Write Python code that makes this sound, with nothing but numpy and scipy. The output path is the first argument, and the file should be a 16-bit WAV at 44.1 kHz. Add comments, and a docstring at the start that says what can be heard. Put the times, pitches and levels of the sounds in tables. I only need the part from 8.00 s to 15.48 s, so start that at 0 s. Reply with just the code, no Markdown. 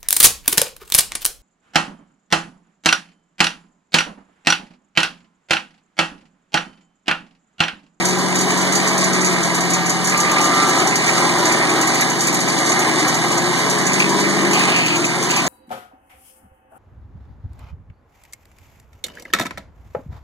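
"""A fenced yard, where a stump grinder works in front of a microphone with two ports.
A one-cylinder petrol engine throbs under a changing load (sines on multiples of its firing rate) and shakes
the frame; the toothed wheel chews wood (random blows through resonances), hums, chatters, skids and sprays chips.
Loose metal rattles in short showers of knocks, the belt cover clatters, and the open air rumbles faintly.
The ports are subtracted crosswise to aim left and right, which combs the sound."""
import sys
import numpy as np
from scipy import signal
from scipy.fft import rfft, irfft
from scipy.io import wavfile

SR = 44100
rng = np.random.default_rng(int(sys.argv[2]) if len(sys.argv) > 2 else 0)


def put_to_file(sound):
    """Save the sound as 16-bit audio at rate SR, in the file named by the first command-line argument."""
    columns = np.atleast_2d(sound).T  # one column per channel
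    safe = np.clip(columns, -1, 1)
    whole_steps = np.round(safe * 32767)
    wavfile.write(sys.argv[1], SR, whole_steps.astype(np.int16))


N = 329868  # samples


def amp(db):
    """Gain of a level in dB."""
    return 10 ** (np.asarray(db) / 20)


def rms_one(x):
    """Scaled to rms 1."""
    return x / np.sqrt(np.mean(x ** 2) + 1e-20)


def in_time(rows):
    """Columns of a curve table, one value per sample."""
    s, *columns = np.transpose(rows)
    return [np.interp(np.arange(N) / SR, s, c) for c in columns]


def drift(rate):
    """Slow chance of spread 1: noise at every 40th sample through a double one-pole low-pass at rate [Hz]."""
    r = np.exp(-80 * np.pi * rate / SR)
    noise = rng.standard_normal(N // 40 + 2002)
    slow = signal.lfilter([1], [1, -2 * r, r * r], noise)[2000:]  # the filter has settled by then
    return np.interp(np.arange(N) / 40, np.arange(len(slow)), rms_one(slow))


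def resonate(x, modes, flicker_db, flicker_rate):
    """Parallel resonances, each wavering in strength on its own; rms 1."""
    out = 0
    for k, (hz, width, db) in enumerate(modes):
        r = np.exp(-np.pi * width / SR)
        poles = [1, -2 * r * np.cos(2 * np.pi * hz / SR), r * r]
        band = signal.lfilter([1, 0, -1], poles, x) * (1 - r * r) / 2
        sign = (-1) ** k
        out = out + sign * amp(db + flicker_db * drift(flicker_rate)) * band
    return rms_one(out)


def grains(per_s, spread_db):
    """Random clicks of uneven size and sign."""
    sizes = amp(spread_db * np.minimum(rng.exponential(1, N), 5)) * rng.choice([-1, 1], N)
    return sizes * (rng.random(N) < per_s / SR) + 1e-18


def throb(turns, depth, sharp):
    """A gain that jumps once per cycle and sinks until the next."""
    return 1 + depth * np.exp(-sharp * (turns % 1))


def shower(s, db, t60, build_s):
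    """Strength of a shower of knocks after each rattle: it builds quickly and dies away."""
    starts = np.zeros(N)
    starts[(s * SR).astype(int)] = amp(db)
    dying = signal.lfilter([1], [1, -amp(-60 / (t60 * SR))], starts + 1e-18)
    keep = np.exp(-1 / (build_s * SR))
    return signal.lfilter([1 - keep], [1, -keep], dying)


def rumble():
    """Faint low noise of the open air: white noise through one broad low resonance."""
    return amp(-39.0) * resonate(rng.standard_normal(N), [(40, 64, 0)], flicker_db=1.0, flicker_rate=3)


# belt cover resonance: (frequency [Hz], width [Hz], level [dB])
BELT_COVER = [(2420, 550, 0)]


def clatter(turns):
    """A burst of noise once a wheel turn rings the belt cover, through the same resonance twice."""
    burst = rng.standard_normal(N) * np.exp(-3.0 * (turns % 1)) * amp(2.0 * drift(8.8))
    ringing = resonate(burst, BELT_COVER, flicker_db=5.5, flicker_rate=8.1)
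    return amp(-37) * resonate(ringing, BELT_COVER, flicker_db=7.5, flicker_rate=5.9)


# loose metal rattling: (time [s], relative level [dB])
RATTLE_TIMES = [(0.0507, -10.5), (0.0852, -18), (0.1835, -21), (0.3546, -13.5), (0.386, -16), (0.408, -15),
                (0.5023, -16), (0.573, -16.5), (0.6125, -17.5), (0.7208, -14), (0.751, -10), (0.8555, -25),
                (0.873, -13), (0.977, -12.5), (1.0071, -18), (1.039, -14.5), (1.1305, -15), (1.212, -15),
                (1.2456, -13), (1.26, -16), (1.3239, -20), (1.4296, -15.5), (1.546, -14.5), (1.605, -17),
                (1.6995, -13.5), (1.734, -14), (1.8592, -14.5), (1.8935, -12), (2.0434, -14.5),
                (2.0707, -14.5), (2.0951, -18), (2.1725, -14.5), (2.2013, -12), (2.313, -15), (2.411, -15),
                (2.4414, -13), (2.5436, -19), (2.6234, -21), (2.675, -21), (2.6928, -16), (2.752, -24),
                (2.7836, -17), (2.8709, -13.5), (2.955, -10.5), (3.0, -39), (3.061, -19.5), (3.0769, -18),
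                (3.0964, -24), (3.1522, -23), (3.172, -19.5), (3.3832, -17), (3.4535, -12), (3.4835, -24),
                (3.5209, -13.5), (3.6995, -22), (3.81, -13), (3.872, -14.5), (3.943, -15.5), (4.0067, -13),
                (4.0956, -15.5), (4.1909, -22), (4.206, -11.5), (4.2333, -21), (4.268, -11.5),
                (4.3266, -20), (4.341, -15.5), (4.404, -15), (4.483, -17.5), (4.578, -18), (4.6583, -14),
                (4.691, -15), (4.718, -16.5), (4.79, -14), (4.9901, -18), (5.0789, -13.5), (5.1422, -15),
                (5.3153, -16), (5.3762, -17), (5.5293, -26), (5.5857, -19), (5.697, -13), (5.7818, -17.5),
                (5.8112, -27), (5.8516, -24), (5.8656, -14), (5.9306, -14), (5.9915, -16), (6.0911, -15),
                (6.198, -17), (6.2901, -21), (6.4138, -29), (6.5101, -20), (6.5306, -14.5), (6.5904, -22),
                (6.7595, -19), (6.782, -27), (6.859, -20), (6.9566, -19), (7.048, -15.5), (7.226, -16.5),
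                (7.2918, -29), (7.3048, -14.5), (7.361, -15), (7.4649, -19)]
# ringing of the loose metal: (frequency [Hz], relative level [dB], decay by 60 dB [s])
LOOSE_METAL = [(3840, -14.5, .084), (4260, -16.5, .036), (4600, -13.5, .06), (4692, -13.5, .1),
               (5922, -9.5, .06), (6250, -4.5, .031), (6490, -5.5, .023), (6772, -1, .042),
               (6977, -1.5, .034), (7268, -1.5, .035), (7600, -6, .046), (9640, -13, .08),
               (10370, -19, .08), (10808, -16, .08), (11227, -17, .09), (11578, -26, .13),
               (13440, -32, .12)]


def rattles():
    """Each rattle is a short shower of knocks; every mode takes its own share of them."""
    s, db = np.transpose(RATTLE_TIMES)
    strength = shower(s, db - 1.5, t60=0.16, build_s=0.00027)
    first = shower(s, db, t60=0.026, build_s=0.0002)  # the first knocks are the hardest
    ringing = 0
    for hz, mode_db, t60 in LOOSE_METAL:
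        r, w = amp(-60 / (t60 * SR)), 2 * np.pi * hz / SR
        restless = amp(-24.0 + 1.0 * drift(5.7))  # the parts never lie still
        knocks = (first + strength + restless) * grains(3500, spread_db=3.5)
        mode = signal.lfilter([0, np.sin(w)], [1, -2 * r * np.cos(w), r * r], knocks)
        ringing = ringing + amp(mode_db - 30.0) * mode

    crack_band = signal.butter(3, [5500, 8500], "band", fs=SR, output="sos")
    crack = signal.sosfilt(crack_band, strength * grains(12000, spread_db=3.0))

    sizzle_band = signal.butter(3, [8000, 12600], "band", fs=SR, output="sos")
    swell = shower(s, db, t60=0.053, build_s=0.0029) * amp(3.0 * drift(12.0))
    sizzle = signal.sosfilt(sizzle_band, swell * grains(10000, spread_db=6.5))
    return ringing + amp(-1.0) * crack + amp(-17.5) * sizzle


# hum at four times the wheel speed: (time [s], level [dB])
HUM_LEVEL = [(0, -14.5), (1.1, -15.5), (2.0, -18.5), (2.7, -24), (3.3, -20.5), (3.9, -28), (4.35, -20.5),
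             (4.85, -31), (5.2, -20), (5.6, -25), (5.9, -17.5), (6.55, -18.5), (6.9, -23.5), (7.48, -23)]


def wheel_hum(turns):
    """Four groups of teeth beat the air once each per turn."""
    level_db = in_time(HUM_LEVEL)[0] + 1.2 * drift(2.4)
    return amp(level_db) * np.sin(8 * np.pi * turns + 0.059 * drift(21.0))


# wheel chatter, tooth rhythms ringing frame and guard:
# (start [s], end [s], multiple of the wheel speed, relative level [dB], roughness [0-1])
CHATTER_TONES = [(.2, 0.83, 6, -27, 0.3), (2.4, 2.75, 6, -21.5, 0.4), (2, 4.8, 6, -34, 0.8),
                 (5.9, 6.8, 6, -27, 0.15), (.9, 2.3, 7, -33, 0.4), (2.2, 2.6, 7, -30, 0.3),
                 (3.0, 4.15, 7, -20.5, 0.27), (4.8, 5.15, 7, -22, 0.1), (5.95, 6.72, 7, -26.5, 0.6),
                 (6.75, 7.15, 7, -21, 0), (0, 0.55, 8, -25.5, 0), (.9, 1.57, 8, -24.5, 0.1),
                 (2.5, 2.8, 8, -30, 0.3), (2.95, 4.04, 8, -25, 0), (4.3, 5.2, 8, -29, 0.24),
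                 (5.15, 5.65, 8, -22.5, .15), (6.8, 7.4, 8, -25.5, 0.16), (0, 1.13, 9, -35, 0.5),
                 (2.6, 3.7, 9, -32, 0.2), (2.95, 4, 13, -38, 0.5), (.45, 1.35, 14, -32, 0.23),
                 (3.0, 3.65, 14, -40, .3), (.55, 0.9, 16, -44, 0.5), (4.55, 4.95, 16, -33, 0.4),
                 (1.62, 2.1, 17, -32, 0.08), (2.68, 2.98, 17, -27.5, 0.2), (1.0, 1.6, 15, -33, 0.3),
                 (3.8, 4.15, 17, -33, 0.2), (3.25, 3.62, 22, -30.5, .1), (3.08, 3.42, 23, -34, 0.1),
                 (5.55, 5.95, 9, -28.5, 0.7), (6.05, 6.3, 8, -23, .4), (2.0, 2.88, 26, -26, 0.14),
                 (2.35, 2.74, 26, -34, 0.2), (6.69, 6.83, 17, -30, 0.3), (6.84, 7.08, 32, -35, .2),
                 (2.56, 2.74, 34, -27.5, 0.45), (3.1, 3.35, 27, -37, 0.1), (4.45, 4.95, 26, -35, 0),
                 (2.2, 2.92, 29, -30, 0.5), (2.68, 2.88, 28, -30, 0.7), (3.45, 3.7, 24, -48, 0.5),
                 (6.0, 6.25, 20, -32.5, 0.6), (2.38, 2.58, 21, -40, 0.6), (.9, 1.85, 22, -37, 0),
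                 (1.65, 2.05, 27, -35.5, .2), (3.25, 4.2, 28, -42, 0.2), (3.3, 3.62, 32, -36, 0.3),
                 (3.3, 3.7, 40, -32, .2), (4.5, 4.85, 40, -32, 0.3), (2.85, 3.3, 42, -42, .2),
                 (3.78, 4.05, 42, -34, 0.1)]


def chatter(turns):
    """Rough tones on multiples of the wheel speed swell and fade while the wheel chatters."""
    out = np.zeros(N)
    for start, end, order, db, rough in CHATTER_TONES:
        a, b = int(start * SR), int(end * SR)
        wobble = rough * (drift(5.6)[a:b] + 1j * drift(35)[a:b])
        phase = 2 * np.pi * order * turns[a:b]
        tone = np.real((1 - rough / 2 + wobble) * np.exp(1j * phase))
        out[a:b] += amp(db) * signal.windows.tukey(b - a, 0.6) * tone
    return out


# rasps as the wheel skids across the stump: (start [s], length [s], level [dB])
SKID_TIMES = [(6.523, 0.11, -22), (6.671, 0.27, -22), (7.292, 0.098, -24.5)]
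# resonances of the rasp: (frequency [Hz], width [Hz], relative level [dB])
RASP_MODES = [(2200, 150, -20), (2440, 210, 6.5), (2900, 380, 1.5), (4520, 180, -8)]
SKID_ATTACK_S, SKID_RELEASE_S = 0.0073, 0.059


def skid(turns):
    """Rasping grains through resonances of their own: quick attack, hold, release."""
    t = np.arange(N) / SR
    gain = np.zeros(N)
    for start, length, db in SKID_TIMES:
        corners = [0, SKID_ATTACK_S, length, length + SKID_RELEASE_S]
        gain += amp(db) * np.interp(t - start, corners, [0, 1, 1, 0])
    rasp = grains(9000, spread_db=0.6) * throb(4 * turns, depth=0.87, sharp=2.7)
    return gain * resonate(rasp, RASP_MODES, flicker_db=0.5, flicker_rate=13.0)


# spectrum of chips and grit: (frequency [Hz], relative level per Hz [dB])
SPRAY_COLOUR = [(2500, -32), (3500, 10.5), (4500, 4.5), (6000, 3), (7500, 7.5), (9000, 4), (11000, -2.5),
                (12500, -40), (14000, -33), (14700, -38), (15300, -55)]


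def spray(turns, bite_db):
    """Fine grit and chips, pulsing with the wheel and following the bite of the teeth."""
    grit = grains(12000, spread_db=3.5) * throb(turns, depth=0.83, sharp=2.6) * amp(1.84 * drift(6.8))
    hz = np.fft.rfftfreq(N, 1 / SR)
    at, db = np.transpose(SPRAY_COLOUR)
    colour = np.interp(np.log(hz + 1), np.log(at), db, left=-60)
    spray_db = -30.5 + bite_db - bite_db.mean()
    return amp(spray_db) * rms_one(irfft(rfft(grit) * amp(colour), N))


# frame resonances, shaken by the firing: (frequency [Hz], width [Hz], relative level [dB])
FRAME_MODES = [(162, 45, -1), (242, 121, 2.5), (322.4, 72, 7.5), (441.5, 63, -5.5)]


def frame(firings, shake_db):
    """Noise pushed by each firing sets the frame booming."""
    push = rng.standard_normal(N) * throb(firings, depth=0.26, sharp=1.6)
    boom = resonate(push, FRAME_MODES, flicker_db=0.0, flicker_rate=3.9)
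    return amp(shake_db) * signal.sosfilt(signal.butter(4, 130, "high", fs=SR, output="sos"), boom)


# guard and stump, excited by the teeth: (frequency [Hz], width [Hz], relative level [dB])
GUARD_MODES = [(565.5, 106, -0.5), (653, 40, 5), (765, 131, -0.5), (879, 27, 3.5), (978, 167, -1.5),
               (1089, 63, 4), (1200, 190, -2), (1406, 13, 0.5), (1538, 110, -3.5), (1679, 29, 5.5),
               (1808, 245, 0), (2139, 116, 2.5), (2251, 140, 6.5), (2284, 161, 6.5), (2889, 112, -4)]


def ring_guard(blows, flicker_rate):
    """Resonances of guard and stump under the blows, at rms 1."""
    return resonate(blows, GUARD_MODES, flicker_db=2.0, flicker_rate=flicker_rate)


# teeth that stand proud: (place on the rim [turns], relative level [dB])
PROUD_TEETH = [(0.0, -0.5), (0.19, -2.5), (0.43, -3), (0.6, -4), (0.83, -5.5)]


def jolts(turns, bite_db):
    """Proud teeth strike in one pattern every turn, slightly uneven in time and strength, ringing the guard."""
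    strikes, late = 1e-18, 0.003 * drift(8.0)  # late is in turns
    for place, db in PROUD_TEETH:
        whole = np.floor(turns - place + late)
        passing = np.diff(whole, prepend=whole[0]) > 0
        strikes = strikes + passing * amp(db + 1.8 * drift(4.2))
    return amp(bite_db - 9.0) * ring_guard(strikes, flicker_rate=1.84)


def teeth(turns, bite_db):
    """Dense tooth blows tear the wood and ring the guard."""
    blows = grains(9000, spread_db=3.0) * throb(turns, depth=0.14, sharp=0.33)
    return amp(bite_db - 0.5) * ring_guard(blows, flicker_rate=14.6)


# exhaust tones: (multiple of the firing rate, relative level [dB])
EXHAUST_ORDERS = [(3, -38.5), (4, -35.5), (5, -22.5), (6, -25), (7, -39), (8, -27.5), (9, -28), (10, -33.5),
                  (11, -44), (12, -31.5), (13, -36.5), (14, -43)]
# gain on all exhaust tones: (time [s], level [dB])
EXHAUST_LEVEL = [(0, -1), (1, -1.5), (2, -1.5), (3, 0), (4, -.5), (5, 0.5), (5.5, .5), (6.0, 1.5), (6.6, 1),
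                 (6.9, -1), (7.48, -0.5)]


def exhaust(firings):
    """Low orders of the firing pulse; uneven combustion makes each waver, the higher the more."""
    out = 0
    for order, db in EXHAUST_ORDERS:
        waver = 0.013 * order * drift(22.0)
        phase = 2 * np.pi * order * firings + waver + rng.uniform(0, 2 * np.pi)
        out = out + amp(db + 0.075 * order * drift(0.73)) * np.sin(phase)
    return amp(in_time(EXHAUST_LEVEL)[0]) * out


def machine(firings, turns, shake_db, bite_db):
    """All the noisy sources at once; each call gives other fine detail, as heard along another path."""
    background = rumble() + clatter(turns) + rattles()
    cutting = skid(turns) + spray(turns, bite_db) + jolts(turns, bite_db) + teeth(turns, bite_db)
    return background + frame(firings, shake_db) + cutting


# second microphone port against the first: (frequency [Hz], level [dB], phase lag [rad], likeness [0-1])
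SECOND_PORT = [(60, -2.1, .03, .995), (190, -3.3, .1, 1), (260, -2.6, .12, .99), (340, -.7, .19, .99),
               (420, 1.3, .39, .92), (480, .7, .5, .5), (600, -4.7, .49, .74), (780, -3, .32, .86),
               (1000, -1.8, .47, .8), (1300, -3, 1.3, .7), (1600, -5.4, 2.3, .6), (1950, -4.1, 2.1, .76),
               (2250, -1.8, 2.6, .67), (3000, -5.2, 6.2, .56), (3500, -1, 6.8, .1), (4600, 7, 8.9, .35),
               (5700, 2.4, 11.2, .43), (6000, 1.1, 12.5, .42), (7000, -1.3, 14.3, .56),
               (7300, -1.3, 15.3, .4), (8450, -2.6, 18.9, .15), (16000, -1.4, 34, .2)]


def ports(direct, scattered):
    """The second port hears the direct sound shaded and late, mixed with sound scattered by fence and ground."""
    hz = np.fft.rfftfreq(N, 1 / SR)
    at, db, lag, alike = np.transpose(SECOND_PORT)
    alike = np.clip(alike, 0, 1 - 1e-9)
    db, lag, alike = (np.interp(hz, at, c) for c in (db, lag, alike))
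    mix = alike * np.exp(-1j * lag) * rfft(direct) + np.sqrt(1 - alike ** 2) * rfft(scattered)
    return np.array([direct, irfft(amp(db) * mix, N)])


# engine and wheel: (time [s], firing rate [1/s], wheel speed [turns/s])
SPEED_CURVE = [(0, 28.0, 45.9), (0.3, 28.09, 46.03), (0.6, 28.31, 46.5), (1.0, 28.47, 46.73),
               (1.15, 28.37, 46.49), (1.45, 27.38, 44.74), (1.7, 27.28, 44.45), (1.9, 27.06, 44.12),
               (2.1, 27.76, 45.7), (2.25, 28.15, 46.1), (2.62, 28.05, 46.1), (2.77, 27.6, 45.0),
               (2.95, 27.22, 44.53), (3.25, 27.14, 44.36), (3.6, 27.59, 45.12), (3.9, 27.78, 45.48),
               (4.25, 28.35, 46.45), (4.6, 28.05, 45.94), (4.9, 27.8, 45.36), (5.08, 26.67, 43.28),
               (5.2, 26.41, 42.76), (5.35, 26.74, 43.51), (5.65, 28.12, 46.0), (5.95, 29.32, 48.38),
               (6.25, 29.78, 49.21), (6.52, 29.73, 49.28), (6.62, 29.3, 48.7), (6.72, 27.4, 44.8),
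               (6.8, 26.3, 43.3), (6.95, 26.04, 42.86), (7.1, 26.69, 43.85), (7.4, 28.25, 46.37),
               (7.48, 28.7, 47.1)]
# work: (time [s], frame shake [dB], bite of the teeth, relative [dB])
WORK_CURVE = [(0.0, -25, -22.5), (1.1, -22, -21), (2.0, -26.5, -23.5), (2.35, -24.5, -19.5),
              (2.8, -20.5, -19.5), (3.02, -27, -21.5), (3.12, -24, -19), (3.6, -21, -19),
              (4.02, -23.5, -20), (4.16, -24, -23.5), (4.58, -22, -20.5), (5.0, -22, -19.5),
              (5.15, -25, -21.5), (5.35, -23.5, -21), (5.77, -24.5, -21.5), (6.35, -20, -21.5),
              (6.69, -21.5, -19), (6.85, -25, -24), (7.0, -23.5, -24), (7.48, -27.5, -22.5)]


def scene():
    """Tones reach both ports alike before the port response; the noise has its own detail on each path."""
    firings, turns = np.cumsum(in_time(SPEED_CURVE), axis=1) / SR
    shake_db, bite_db = in_time(WORK_CURVE)
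    tones = wheel_hum(turns) + chatter(turns) + exhaust(firings)
    direct = tones + machine(firings, turns, shake_db, bite_db)
    scattered = tones + machine(firings, turns, shake_db, bite_db)
    return ports(direct, scattered)


CROSS_LAG, CUTOFF_HZ = 17, 15300  # delay of the subtracted port [samples], top of the band [Hz]


def record(dry):
    """Peaks are rounded in each port; each channel is its port minus the other delayed; bass and top are cut."""
    rounded = 0.8 * np.tanh(dry / 0.8)
    late = np.pad(rounded[::-1], ((0, 0), (CROSS_LAG, 0)))[:, :N]
    aimed = signal.sosfilt(signal.butter(2, 60, "high", fs=SR, output="sos"), rounded - late)
    return signal.sosfilt(signal.ellip(10, .5, 70, CUTOFF_HZ, fs=SR, output="sos"), aimed)


dry = scene()
out = record(dry)
put_to_file(out)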